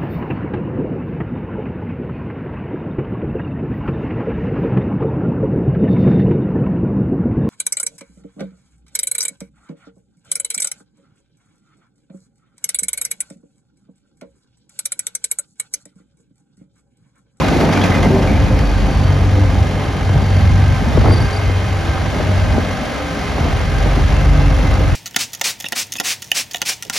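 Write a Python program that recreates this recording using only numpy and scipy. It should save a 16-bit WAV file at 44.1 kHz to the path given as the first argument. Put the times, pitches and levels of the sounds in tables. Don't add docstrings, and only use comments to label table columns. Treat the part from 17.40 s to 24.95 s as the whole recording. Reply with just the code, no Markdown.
import sys
import numpy as np
from scipy import signal
from scipy.fft import rfft, irfft, next_fast_len
from scipy.io import wavfile
from scipy.ndimage import uniform_filter1d

SR = 44100
rng = np.random.default_rng(int(sys.argv[2]) if len(sys.argv) > 2 else 0)


def transcribe(u):
    v = np.clip(np.atleast_2d(u).T, -1, 1)
    q = np.round(v * 32767).astype(np.int16)
    wavfile.write(sys.argv[1], SR, q)


def volts_from_db(level):
    exponent = np.asarray(level, float) / 20
    return 10 ** exponent


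N = 333043
T = np.arange(N) / SR

SHAFT_HZ, MOTOR_HZ = 47.58, 261.0

# t/s, force/dB, lag/deg
BEAT = [(0, -17, 200), (.55, -5.5, 150), (.95, -5.5, 124), (1.38, -3, 52), (1.7, 0, 133), (2.15, -2, 204),
        (2.45, -10, 135), (2.95, 0.5, 154), (3.25, 2.5, 150), (3.55, -16.5, 170), (4.15, -3.5, 177),
        (4.58, -10, 200), (4.72, -9.5, 227), (5.08, -4, 170), (5.6, -25, 110), (6.52, -0.5, 85),
        (7.05, 1.5, 104), (7.4, -5, 36)]
# multiple, level/dB
IN_STEP_ORDERS = [(1, -10.5), (2, -10.5), (3, -18)]
# multiple, level/dB
UPPER_ORDERS = [(2.5, -35.5), (3.5, -42), (4, -36), (5, -36.5), (7, -45.5), (8, -52), (13, -44.5)]
# multiple, level over the rocking/dB
ROCKING_ORDERS = [(6, -0.5), (11, -8.5)]
# t/s, level/dB
ROCKING_DB = [(0, -26.5), (.7, -21), (1.5, -29), (2.0, -25), (2.5, -37), (4.5, -58), (5.0, -29), (5.4, -43),
              (5.7, -25), (6.3, -35), (7.1, -24.5), (7.55, -29)]

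# t/s, level/dB
BITE_DB = [(0, 6.5), (.55, 3), (.8, -0.5), (1, -0.5), (1.83, -1.5), (2.6, -2.5), (3.3, 0), (3.85, 1.5),
           (4.04, -1.5), (5.05, 1), (5.42, -0.5), (6.25, 1.5), (7.17, 1.5), (7.55, 0.5)]
# f/Hz, level/dB
ROAR_SPECTRUM = [(60, -21), (150, -2), (300, 3), (500, 2.5), (800, -2.5), (1000, -10.5), (1600, -9),
                 (2200, -14), (4000, -22.5), (8000, -40.5)]
# f/Hz, level/dB
CHATTER_SPECTRUM = [(300, -79), (1000, 2.5), (2100, 1), (3200, -6), (4700, -9), (6300, -11.5), (8000, -15),
                    (10000, -19), (13000, -30), (16000, -28)]
# f/Hz, width/Hz, lift/dB
FRAME_RINGS = [(275, 54, 3), (367, 215, -8), (769, 11, 5), (1290, 300, 2), (1391, 66, -6),
               (1550, 200, -0.5), (1870, 480, -1.5), (2074, 80, 3), (2450, 130, -2.5), (3174, 31, 4),
               (4650, 77, 2.5)]
# t/s, level over the chatter/dB, t60/s
SPATTERS = [(.205, -19, 0.075), (.325, 1.5, 0.19), (.37, -7, 0.092), (.438, 5, 0.12), (0.549, -1, 0.19),
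            (0.629, 4.5, 0.13), (.825, 4, 0.03), (.083, 0, 0.046), (.168, -13, .04), (.253, -12, 0.035),
            (.417, -7, .04), (.507, 0, .04), (.74, -6, .03), (.783, -3, .03), (.866, -6, .03),
            (.912, -11, .03), (0.932, -3, .03), (1.19, 3, 0.033), (2.962, -6, 0.032), (3.323, -16, 0.028),
            (3.341, -13, 0.028), (4.763, -8, 0.028), (5.311, -2, .03), (5.456, -7, 0.036), (5.562, -6, .03),
            (7.339, 2, .03), (7.487, -3, .03), (2.69, -16, 0.044), (3.9, -7, .08), (6.12, -19, .05),
            (6.855, -15, 0.047)]
# t/s, peak/dB, f/Hz
KNOCKS = [(0.014, -11, 1030), (0.065, -11, 563), (0.211, -8, 665), (0.292, -9, 848), (0.326, -14, 660),
          (0.446, -14, 1030), (0.57, -10, 830), (0.591, -13, 1040), (0.63, -10, 900), (0.748, -9, 573),
          (0.761, -5, 589), (0.792, -9, 570), (0.846, -15, 738), (0.869, -21, 686), (1.622, -16, 770),
          (1.954, -18, 776), (2.152, -16, 735), (2.313, -14, 744), (2.378, -15, 689), (2.692, -16, 589),
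          (2.747, -17, 789), (2.778, -18, 757), (2.915, -18, 794), (3.053, -21, 680), (3.645, -5, 604),
          (4.579, -13, 791), (4.656, -15, 587), (4.81, -15, 689), (4.842, -17, 670), (6.006, -19, 627),
          (6.063, -20, 665), (6.169, -22, 721), (6.482, -18, 762), (6.856, -16, 738), (7.008, -13, 611),
          (7.046, -16, 794), (7.111, -13, 600),
          (3.659, -2, 740),
    (3.681, -13, 1050),
    (3.7085, -10, 1100),
    (5.1795, -6, 580),
    (5.981, -8, 680),
    (3.574, -8, 640),
    (.584, -16, 880),
    (.376, -13, 870),
]

# t/s, f/Hz
PUMP_HZ = [(0, 412), (7.55, 412)]
# multiple, level/dB
PUMP_ORDERS = [(2.5, -43), (3, -46), (4, -44.5), (10, -60)]
# t/s, level/dB
PUMP_FIFTH_DB = [(0, -45), (.4, -38), (.82, -51), (3.5, -47), (3.76, -37), (4.2, -46), (4.7, -52),
                 (5.1, -44), (5.3, -42), (6.3, -49), (6.62, -49), (7.32, -38), (7.55, -46)]
# t/s, f/Hz
FAN_HZ = [(0, 424), (2.5, 420), (4.5, 412), (7.55, 408)]
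# multiple, level/dB
FAN_ORDERS = [(1, -38.5)]
# multiple, level/dB
MOTOR_ORDERS = [(1, -37), (3, -38.5)]
# multiple, level/dB
MOTOR_CLEAN_ORDERS = [(11, -52.5)]
# t/s, level/dB
MOTOR_SIXTH_DB = [(0, -55), (.53, -30), (.7, -43.5), (2.5, -55), (2.8, -40.5), (7.55, -43)]
# t/s, level/dB
MOTOR_TWELFTH_DB = [(0, -59), (1.2, -47), (2, -49), (2.7, -44), (3.3, -51), (4.1, -45), (5.2, -52),
                    (6, -47.5), (7.55, -56)]
# t/s, f/Hz
GEAR_HZ = [(0, 2130), (2.4, 2128), (2.8, 2146), (7.55, 2142)]
# t/s, level/dB
GEAR_DB = [(1.6, -70.5), (2, -43), (3, -41.5), (7.55, -44.5)]
# t/s, f/Hz
VALVE_HZ = [(0, 2470), (.6, 2478), (.9, 2450), (1.3, 2490), (2, 2460), (3, 2478), (7.55, 2470)]
# t/s, level/dB
VALVE_DB = [(0, -39), (.6, -40), (.8, -45), (1.3, -39), (1.7, -50), (3.8, -48), (4, -42), (4.6, -44),
            (4.8, -58), (5.1, -45), (6.2, -46), (6.5, -43), (7, -51)]
# t/s, f/Hz
HOSE_HZ = [(0, 2680), (7.55, 2680)]
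# t/s, level/dB
HOSE_DB = [(6.5, -70), (6.7, -41), (7.25, -42), (7.4, -70)]

# t/s, peak/dB, f/Hz, t60/s
CLANKS = [(.012, -12.5, 1013, 0.078), (.255, -38, 3180, .08), (.37, -21, 1466, 0.11),
          (.41, -18.5, 1687, 0.13), (.414, -15.5, 3325, 0.066), (0.7, -14, 387.6, 1), (.2, -6, 394, 0.21),
          (.75, -20, 600, 0.48), (1.11, -21.5, 514, 0.62), (0.58, -25, 540, .3), (.8, -18, 465, 0.24)]
# t/s, level/dB rms, f/Hz, length/s
SQUEAKS = [(1.14, -40.5, 4500, 0.23), (1.33, -44, 4560, 0.14), (1.438, -41, 4540, 0.36),
           (2.802, -42, 4560, 0.24), (3.59, -42, 4540, 0.062), (3.675, -35, 4650, 0.04),
           (3.711, -28.5, 4650, 0.039), (3.757, -30, 4650, 0.032), (3.803, -31, 4650, .025),
           (3.846, -36, 4700, 0.023), (3.893, -49, 4550, 0.0201), (3.926, -32, 4650, 0.023),
           (3.96, -32, 4650, 0.021), (4.057, -37, 4605, .015)]
# t/s, level/dB rms, f/Hz, length/s
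SCRAPES = [(.295, -30, 2060, .04), (.32, -28, 2070, .02), (.335, -29, 2370, .06), (.442, -26, 2400, .025),
           (.43, -30, 2540, .02), (.505, -26, 2030, .075), (.53, -31, 2450, .07), (.625, -34, 3220, .02),
           (.62, -27, 2060, .055), (.87, -30, 2270, .045), (.92, -31, 2200, .04), (.945, -31, 2330, .04)]

# t/s, strength/dB, flutter at the port edge over it/dB
WIND = [(0, -30.5, 20.5), (.1, -22, 8.5), (.35, -31.5, 22), (.6, -21.5, 9.5), (.9, -17.5, 2),
        (1.1, -21.5, 0), (2.1, -21, 3.5), (2.45, -28.5, 5.5), (2.8, -19.5, 2), (3.5, -17, -7.5),
        (3.8, -20, -2), (3.95, -32, -3), (4.5, -24, -2.5), (5.1, -20, -2.5), (5.5, -33, 1),
        (6.2, -21.5, -12.5), (6.6, -20.5, -4), (7.55, -15, -13)]
# t/s, deep lift/dB, flutter lift/dB
GUSTS = [(.67, 0, 4.5), (.74, -4, 1.5), (.5, -2, -4), (.81, -7, 0.5), (.88, 2, 3), (.94, 2, 2),
         (1.05, 3, -1), (1.15, 1, 1.5), (1.22, 2.5, 6.5), (1.3, -2, 3.5), (1.45, 3, -1.5), (1.6, 2, 2),
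         (1.75, -4, -5), (1.95, 1, -3), (2.08, 2, -2.5), (2.21, 7.5, 1), (2.6, -1, 1), (2.68, -1, -6),
         (2.78, 4, -3), (2.9, -10, -1), (3.05, 2.5, -8), (3.2, -7, 2), (3.36, -1, -1), (3.46, -2, 9.5),
         (3.59, 4.5, 3), (3.65, 2, 7), (3.71, 4.5, 8), (3.79, -2, 4), (3.85, 3, 5), (4.08, 11.5, 1),
         (4.66, 0.5, 3.5), (4.76, -6, 7), (4.9, -10, 4), (5.17, -1, 9), (5.78, 1, 8), (6.04, 0.5, 14),
         (6.14, 0, -5), (6.3, 0, 6), (6.38, 1, -8), (6.471, 0, 8), (6.58, -3, 6.5), (6.72, -1, 5),
         (7.0, -0.5, 0), (7.25, -10, 11.5), (7.4, -3, 11)]
# f/Hz, level/dB
BUFFET_SPECTRUM = [(15, -34), (30, -15), (45, 3.5), (70, 10.5), (110, 2), (160, -4), (250, -22.5),
                   (500, -67)]
# f/Hz, level/dB
FLUTTER_SPECTRUM = [(60, -37), (120, -4), (180, 4), (300, -3.5), (450, -10.5), (900, -11), (1500, -55)]
# t/s, peak/dB, pan/dB, starting pitch above the resting one/Hz
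POPS = [(0.12, -18, 8, 620), (0.162, -9, 1, 400), (2.359, -15, 0, 624), (2.692, -13, 4, 910),
        (2.756, -14, 2, 497), (3.515, -26, -0.5, 620), (3.573, -3, 6, 570), (3.64, -19, 2, 620),
        (3.65, -9, -8, 450), (3.664, -20, 10, 200), (3.674, -10, -9, 495), (3.682, -10.5, 14, 1110),
        (3.695, -5, -2, 300), (3.717, -15, 0, 600), (3.745, -17, 0, 300), (3.76, -23, 0, 695),
        (3.708, -13.5, 10, 1500), (3.729, -9, 6, 504), (4.095, -14, 4, 496), (4.8, -13.5, 6, 620),
        (5.174, -10, -3, 120), (5.18, -8, 8, 250), (5.195, -17, 0, 400), (5.236, -17, 0, 400),
        (5.387, -20, 0, 300), (5.983, -17, 0, 300), (6.051, -15, -4, 490), (6.08, -15, 2, 397),
        (6.458, -14, -9, 400), (6.522, -24, -3, 620)]
# t/s, peak/dB, f/Hz
THUMPS = [(.017, -16, 183), (0.208, -13, 97), (.24, -9, 180), (0.3, -6, 182), (.495, -2, 98),
          (.669, -4, 144), (1.03, -1, 81.4), (1.117, -4.5, 108), (1.195, -10, 62.4), (2.26, -9, 120),
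          (2.476, -6.5, 91.5), (2.694, -8, 100), (2.753, -2, 125), (2.86, -5, 100), (2.966, -9, 91.5),
          (3.42, -7, 190), (3.471, -10, 190), (3.554, -6, 150), (3.683, -3, 125), (3.645, -6, 100),
          (3.71, -1, 91), (3.74, -8, 90), (3.802, -1, 93), (4.014, -14, 91.5), (4.265, -7.5, 91.5),
          (4.481, -14, 87), (4.89, -6, 88), (5.017, -8, 89), (5.776, -15, 75), (6.002, -7, 147),
          (6.429, -7, 74), (6.575, -6, 230), (6.63, -8.5, 144), (6.818, -10, 81), (7.25, -12, 190),
          (7.475, -5, 100)]

# f/Hz, left lead/rad
PORT_LEAD = [(0, 0), (1460, -.1), (2500, .6), (3960, .2), (5250, .6), (6890, -1.3), (7670, -3),
             (8870, -3.3), (10200, -5.1), (11500, -6.3), (12500, -7.4), (14000, -9.4), (16000, -9.4)]
# f/Hz, left minus right/dB
PORT_TILT = [(60, -0.5), (110, 1), (200, 1.5), (370, 0), (670, 2), (1220, -3.5), (2220, -0.5), (4060, 5),
             (7420, 1.5), (13500, -0.5)]
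# f/Hz, correlation/1
PORT_LIKENESS = [(60, 0.84), (130, 0.43), (280, 0.12), (610, 0.78), (1330, 0.78), (2880, 0.69),
                 (6240, 0.95), (13500, 0.2)]
# 0 mid or 1 side, from f/Hz, to f/Hz, edge step/Hz, share of frames stepped/1
STARVED_BANDS = [
    (0, 7650, 8950, 350, .14),
    (0, 13780, 22050, 350, .12),
    (1, 10350, 12400, 600, .14),
    (1, 12400, 12900, 500, .65),
]
FULL_FRAMES_S = [.575, 2.23, 3.715, 6.125]


def evened(x):
    return x / np.sqrt(np.mean(x ** 2) + 1e-20)


def read(points, hz):
    f, value = np.transpose(points)
    return np.interp(np.log(hz + 1), np.log(f + 1), value)


def curves(rows):
    s, *columns = np.transpose(rows)
    return [np.interp(T, s, c) for c in columns]


def add(mix, s, sound):
    part = mix[..., round(s * SR):][..., :sound.shape[-1]]
    part += sound[..., :part.shape[-1]]


def coloured(x, points, rings=()):
    size = next_fast_len(N)
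    hz = np.fft.rfftfreq(size, 1 / SR)
    db = read(points, hz)
    for f, width_hz, lift_db in rings:
        db = db + lift_db / (1 + (2 * (hz - f) / width_hz) ** 2)
    return evened(irfft(rfft(x, size) * volts_from_db(db), size)[..., :N])


def drift(rate_hz, through=np.asarray, depth=1):
    t = T[::256]
    rates_hz = rate_hz * np.geomspace(.08, 1, 12)
    slow = sum(np.sin(2 * np.pi * (f * t + rng.random())) / f ** 0.31 for f in rates_hz)
    return np.interp(T, t, through(depth * evened(slow)))


def tones(hz, orders, waver_db, rate_hz, fuzz_rad):
    half_turn = np.pi * np.cumsum(hz) / SR
    out = np.zeros(N)
    for k, db in orders:
        level = np.sqrt(2) * volts_from_db(db) * drift(rate_hz, volts_from_db, waver_db)
        phase = drift(rate_hz, depth=fuzz_rad) + 6 * rng.random()
        out += level * np.cos(round(2 * k) * half_turn + phase)
    return out


def plates():
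    left_over = 0.16
    second_slam_db = 1.5
    force_db, lag_deg = curves(BEAT)
    lag = np.radians(lag_deg)
    hz = np.full(N, SHAFT_HZ)
    low = [(k, db + force_db + 10 * np.log10(np.cos(k * lag / 2) ** 2 + left_over ** 2))
           for k, db in IN_STEP_ORDERS]
    rocking_db = curves(ROCKING_DB)[0]
    rocking = [(k, db + rocking_db) for k, db in ROCKING_ORDERS]
    slam = volts_from_db(second_slam_db * np.cos(np.pi * SHAFT_HZ * T + 2 * lag))
    out = tones(hz, low, 1.6, 24, 0.3) * slam
    out += tones(hz, rocking, 2.6, 11, 1.23)
    return out + tones(hz, UPPER_ORDERS, 5.2, 4, 1.0)


def spatter():
    gain, t = np.ones(N), T[:SR // 4]
    for s, db, t60 in SPATTERS:
        add(gain, s, volts_from_db(db - 60 * t / t60))
    return gain


def shaking():
    roar_db, chatter_db, chatter_share = -25, -30, 0.53
    bite_db = curves(BITE_DB)[0]
    turn = 2 * np.pi * SHAFT_HZ * T + 1.2 * drift(1.5)
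    slam_db = 1.3 * np.cos(turn) + 0.59 * np.cos(turn / 2) + 0.64 * np.cos(2 * turn + 0.93)
    slam_db += 0.32 * drift(14)
    size = volts_from_db(3.4 * np.minimum(rng.exponential(1, (2, N)), 5))
    hit = rng.random((2, N)) < 1500 * volts_from_db(2.5 * slam_db) / SR
    stones = 0.37 * evened(size * hit * rng.choice([-1, 1], (2, N)))
    stones += rng.standard_normal((2, N)) * volts_from_db(slam_db)
    roar = rng.standard_normal((2, N)) * volts_from_db(0.13 * slam_db + 1.3 * drift(20))
    roar = volts_from_db(roar_db + bite_db) * coloured(roar, ROAR_SPECTRUM, FRAME_RINGS)
    chatter = coloured(stones, CHATTER_SPECTRUM, FRAME_RINGS)
    return roar + volts_from_db(chatter_db + chatter_share * bite_db) * spatter() * chatter


def knocks():
    level_db, t60_s, bend, upper_db = -4, 0.036, 0.51, -8.5
    out, t = np.zeros(N), T[:1500]
    for s, db, hz in KNOCKS:
        turn = 2 * np.pi * np.cumsum(hz * (1 + bend * np.exp(-t / 0.0017))) / SR
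        ring = np.sin(turn) + volts_from_db(upper_db) * np.sin(1.7 * turn)
        add(out, s, volts_from_db(db + level_db - 60 * t / t60_s) * ring * np.minimum(t / .0008, 1))
    return out


def whines():
    throb_hz, throb_peak_s, throb_db = 1.623, 3.88, 5.5
    throb = throb_db * np.cos(2 * np.pi * throb_hz * (T - throb_peak_s))
    sixth = [(6, curves(MOTOR_SIXTH_DB)[0] + throb)]
    twelfth = [(12, *curves(MOTOR_TWELFTH_DB))]
    fifth = [(5, *curves(PUMP_FIFTH_DB))]
    motor_hz = np.full(N, MOTOR_HZ)
    out = tones(motor_hz, sixth, 2.8, 30, 1.1)
    out += tones(motor_hz, MOTOR_ORDERS, 2.7, 20, 1.17)
    out += tones(motor_hz, twelfth + MOTOR_CLEAN_ORDERS, 2.6, 16, .9)
    out += tones(*curves(PUMP_HZ), PUMP_ORDERS + fifth, 2.8, 14, 0.75)
    out += tones(*curves(FAN_HZ), FAN_ORDERS, 5.3, 5, 0.98)
    singles = [(GEAR_HZ, GEAR_DB, 10, 1.1), (VALVE_HZ, VALVE_DB, 6, .7), (HOSE_HZ, HOSE_DB, 30, 1.6)]
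    for pitch, level, rate_hz, fuzz_rad in singles:
        out += tones(*curves(pitch), [(1, *curves(level))], 2.2, rate_hz, fuzz_rad)
    return out


def clanks():
    out, t = np.zeros(N), T[:SR // 2]
    for s, db, hz, t60 in CLANKS:
        detune = rng.uniform(0.0056, 0.032)
        pair = np.sin(2 * np.pi * hz * t) + 0.31 * np.sin(2 * np.pi * hz * (1 + detune) * t)
        rough = 1 + 0.67 * evened(uniform_filter1d(rng.standard_normal(len(t)), 300))
        add(out, s, volts_from_db(db - 60 * t / t60) * pair * rough * np.minimum(t / 0.0011, 1))
    return out


def rubbing():
    out = np.zeros(N)
    for s, db, hz, length in SQUEAKS + SCRAPES:
        u = T[T < length]
        slip = evened(uniform_filter1d(rng.standard_normal(len(u)), 120))
        wobble = (0.0087 + 1.5e-6 * hz) * slip * min(0.057 / length, 1) ** 0.35
        turn = 2 * np.pi * np.cumsum(hz * (1.004 - 0.0012 * u / length + wobble)) / SR
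        rub = np.cos(turn) + volts_from_db(-9.0) * (hz / 4600) ** 3 * np.cos(2 * turn) + volts_from_db(-31) * np.cos(3 * turn)
        rough = 1 + (0.32 + 0.4 * (hz < 4000)) * np.roll(slip, 200)
        rocked = 1 + 0.22 * np.cos(np.pi * SHAFT_HZ * u * (length > .1))
        add(out, s, volts_from_db(db) * rub * rough * rocked * signal.windows.tukey(len(u), .4))
    return out


def wind():
    gust_s, lump_db = 0.036, 0.96
    deep_db, edge_db = curves(WIND)
    lifts = sum(np.outer(lifts_db, np.exp(-((T[::64] - s) / gust_s) ** 2)) for s, *lifts_db in GUSTS)
    deep_lift_db, edge_lift_db = lifts.repeat(64, axis=1)[:, :N]
    edge_db = deep_db + edge_db + edge_lift_db
    deep_db = deep_db + deep_lift_db + lump_db * drift(8)
    deep = coloured(rng.standard_normal((2, N)), BUFFET_SPECTRUM) * volts_from_db(deep_db + 4.0)
    edge = coloured(rng.standard_normal((2, N)), FLUTTER_SPECTRUM)
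    edge = edge * volts_from_db(edge_db - 4.0 + 1.75 * drift(30))
    return deep[0] + edge[0] + np.outer([1, -1], 0.27 * deep[1] + 0.25 * edge[1])


def pops():
    rest_hz, fall_s, t60_s = 220, 0.00419, 0.066
    out, t = np.zeros((2, N)), T[:2000]
    for s, db, pan_db, jump_hz in POPS:
        hz = rest_hz + jump_hz * np.exp(-t / fall_s)
        puff = np.convolve(rng.standard_normal(len(t)), np.hanning(44) / 22, "same")
        pop = np.sin(2 * np.pi * np.cumsum(hz) / SR) + 0.87 * puff
        level_db = db + 1.0 - 60 * t / t60_s + np.outer([.5, -.5], pan_db)
        add(out, s, volts_from_db(level_db) * pop * np.minimum(t / 0.002, 1))
    return out


def thumps():
    level_db, turns, sag = -3.5, 2.9, 0.28
    out = np.zeros(N)
    for s, db, hz in THUMPS:
        u = np.arange(0, 1, hz / turns / SR)
        push = np.sin(2 * np.pi * turns * u * (1 + sag * (1 - u)))
        add(out, s, volts_from_db(db + level_db) * np.sin(np.pi * u ** 0.75) * push)
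    return out


def ports(shared, other):
    size = next_fast_len(N)
    hz = np.fft.rfftfreq(size, 1 / SR)
    a, b = rfft(shared, size), rfft(other, size)
    apart = np.arccos(np.clip(read(PORT_LIKENESS, hz), -1, 1)) / 2
    half = volts_from_db(read(PORT_TILT, hz) / 2) * np.exp(.5j * read(PORT_LEAD, hz))
    left = np.cos(apart) * a + np.sin(apart) * b
    right = np.cos(apart) * a - np.sin(apart) * b
    return irfft(np.array([left * half, right / half]), size)[:, :N]


def starved(x):
    mid_side = np.array([x[0] + x[1], x[0] - x[1]]) / 2
    hz, t, z = signal.stft(mid_side, SR, nperseg=1024)
    hz = hz[:, None]
    full = (abs(t[:, None] - FULL_FRAMES_S) < 600 / SR).any(1)
    for channel, low_hz, high_hz, step_hz, share in STARVED_BANDS:
        stepped = np.repeat(rng.random((2, len(t))) < share, 2, axis=1)[:, :len(t)] * step_hz
        z[channel] *= (hz < low_hz + stepped[0]) | (hz > high_hz - stepped[1]) | full
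    mid, side = signal.istft(z, SR, nperseg=1024)[1][:, :N]
    return np.array([mid + side, mid - side])


def scene():
    noise = shaking()
    machine = plates() + noise[0] + knocks() + whines() + clanks() + rubbing()
    return ports(machine, noise[1]) + wind() + pops() + thumps()


def low_pass(x):
    return signal.sosfilt(signal.butter(12, 15830, fs=SR, output="sos"), x)


def record(dry):
    limited = 1.132 * np.tanh(dry / 1.213)
    mix = starved(limited)
    return low_pass(mix)


dry = scene()
out = record(dry)
transcribe(out)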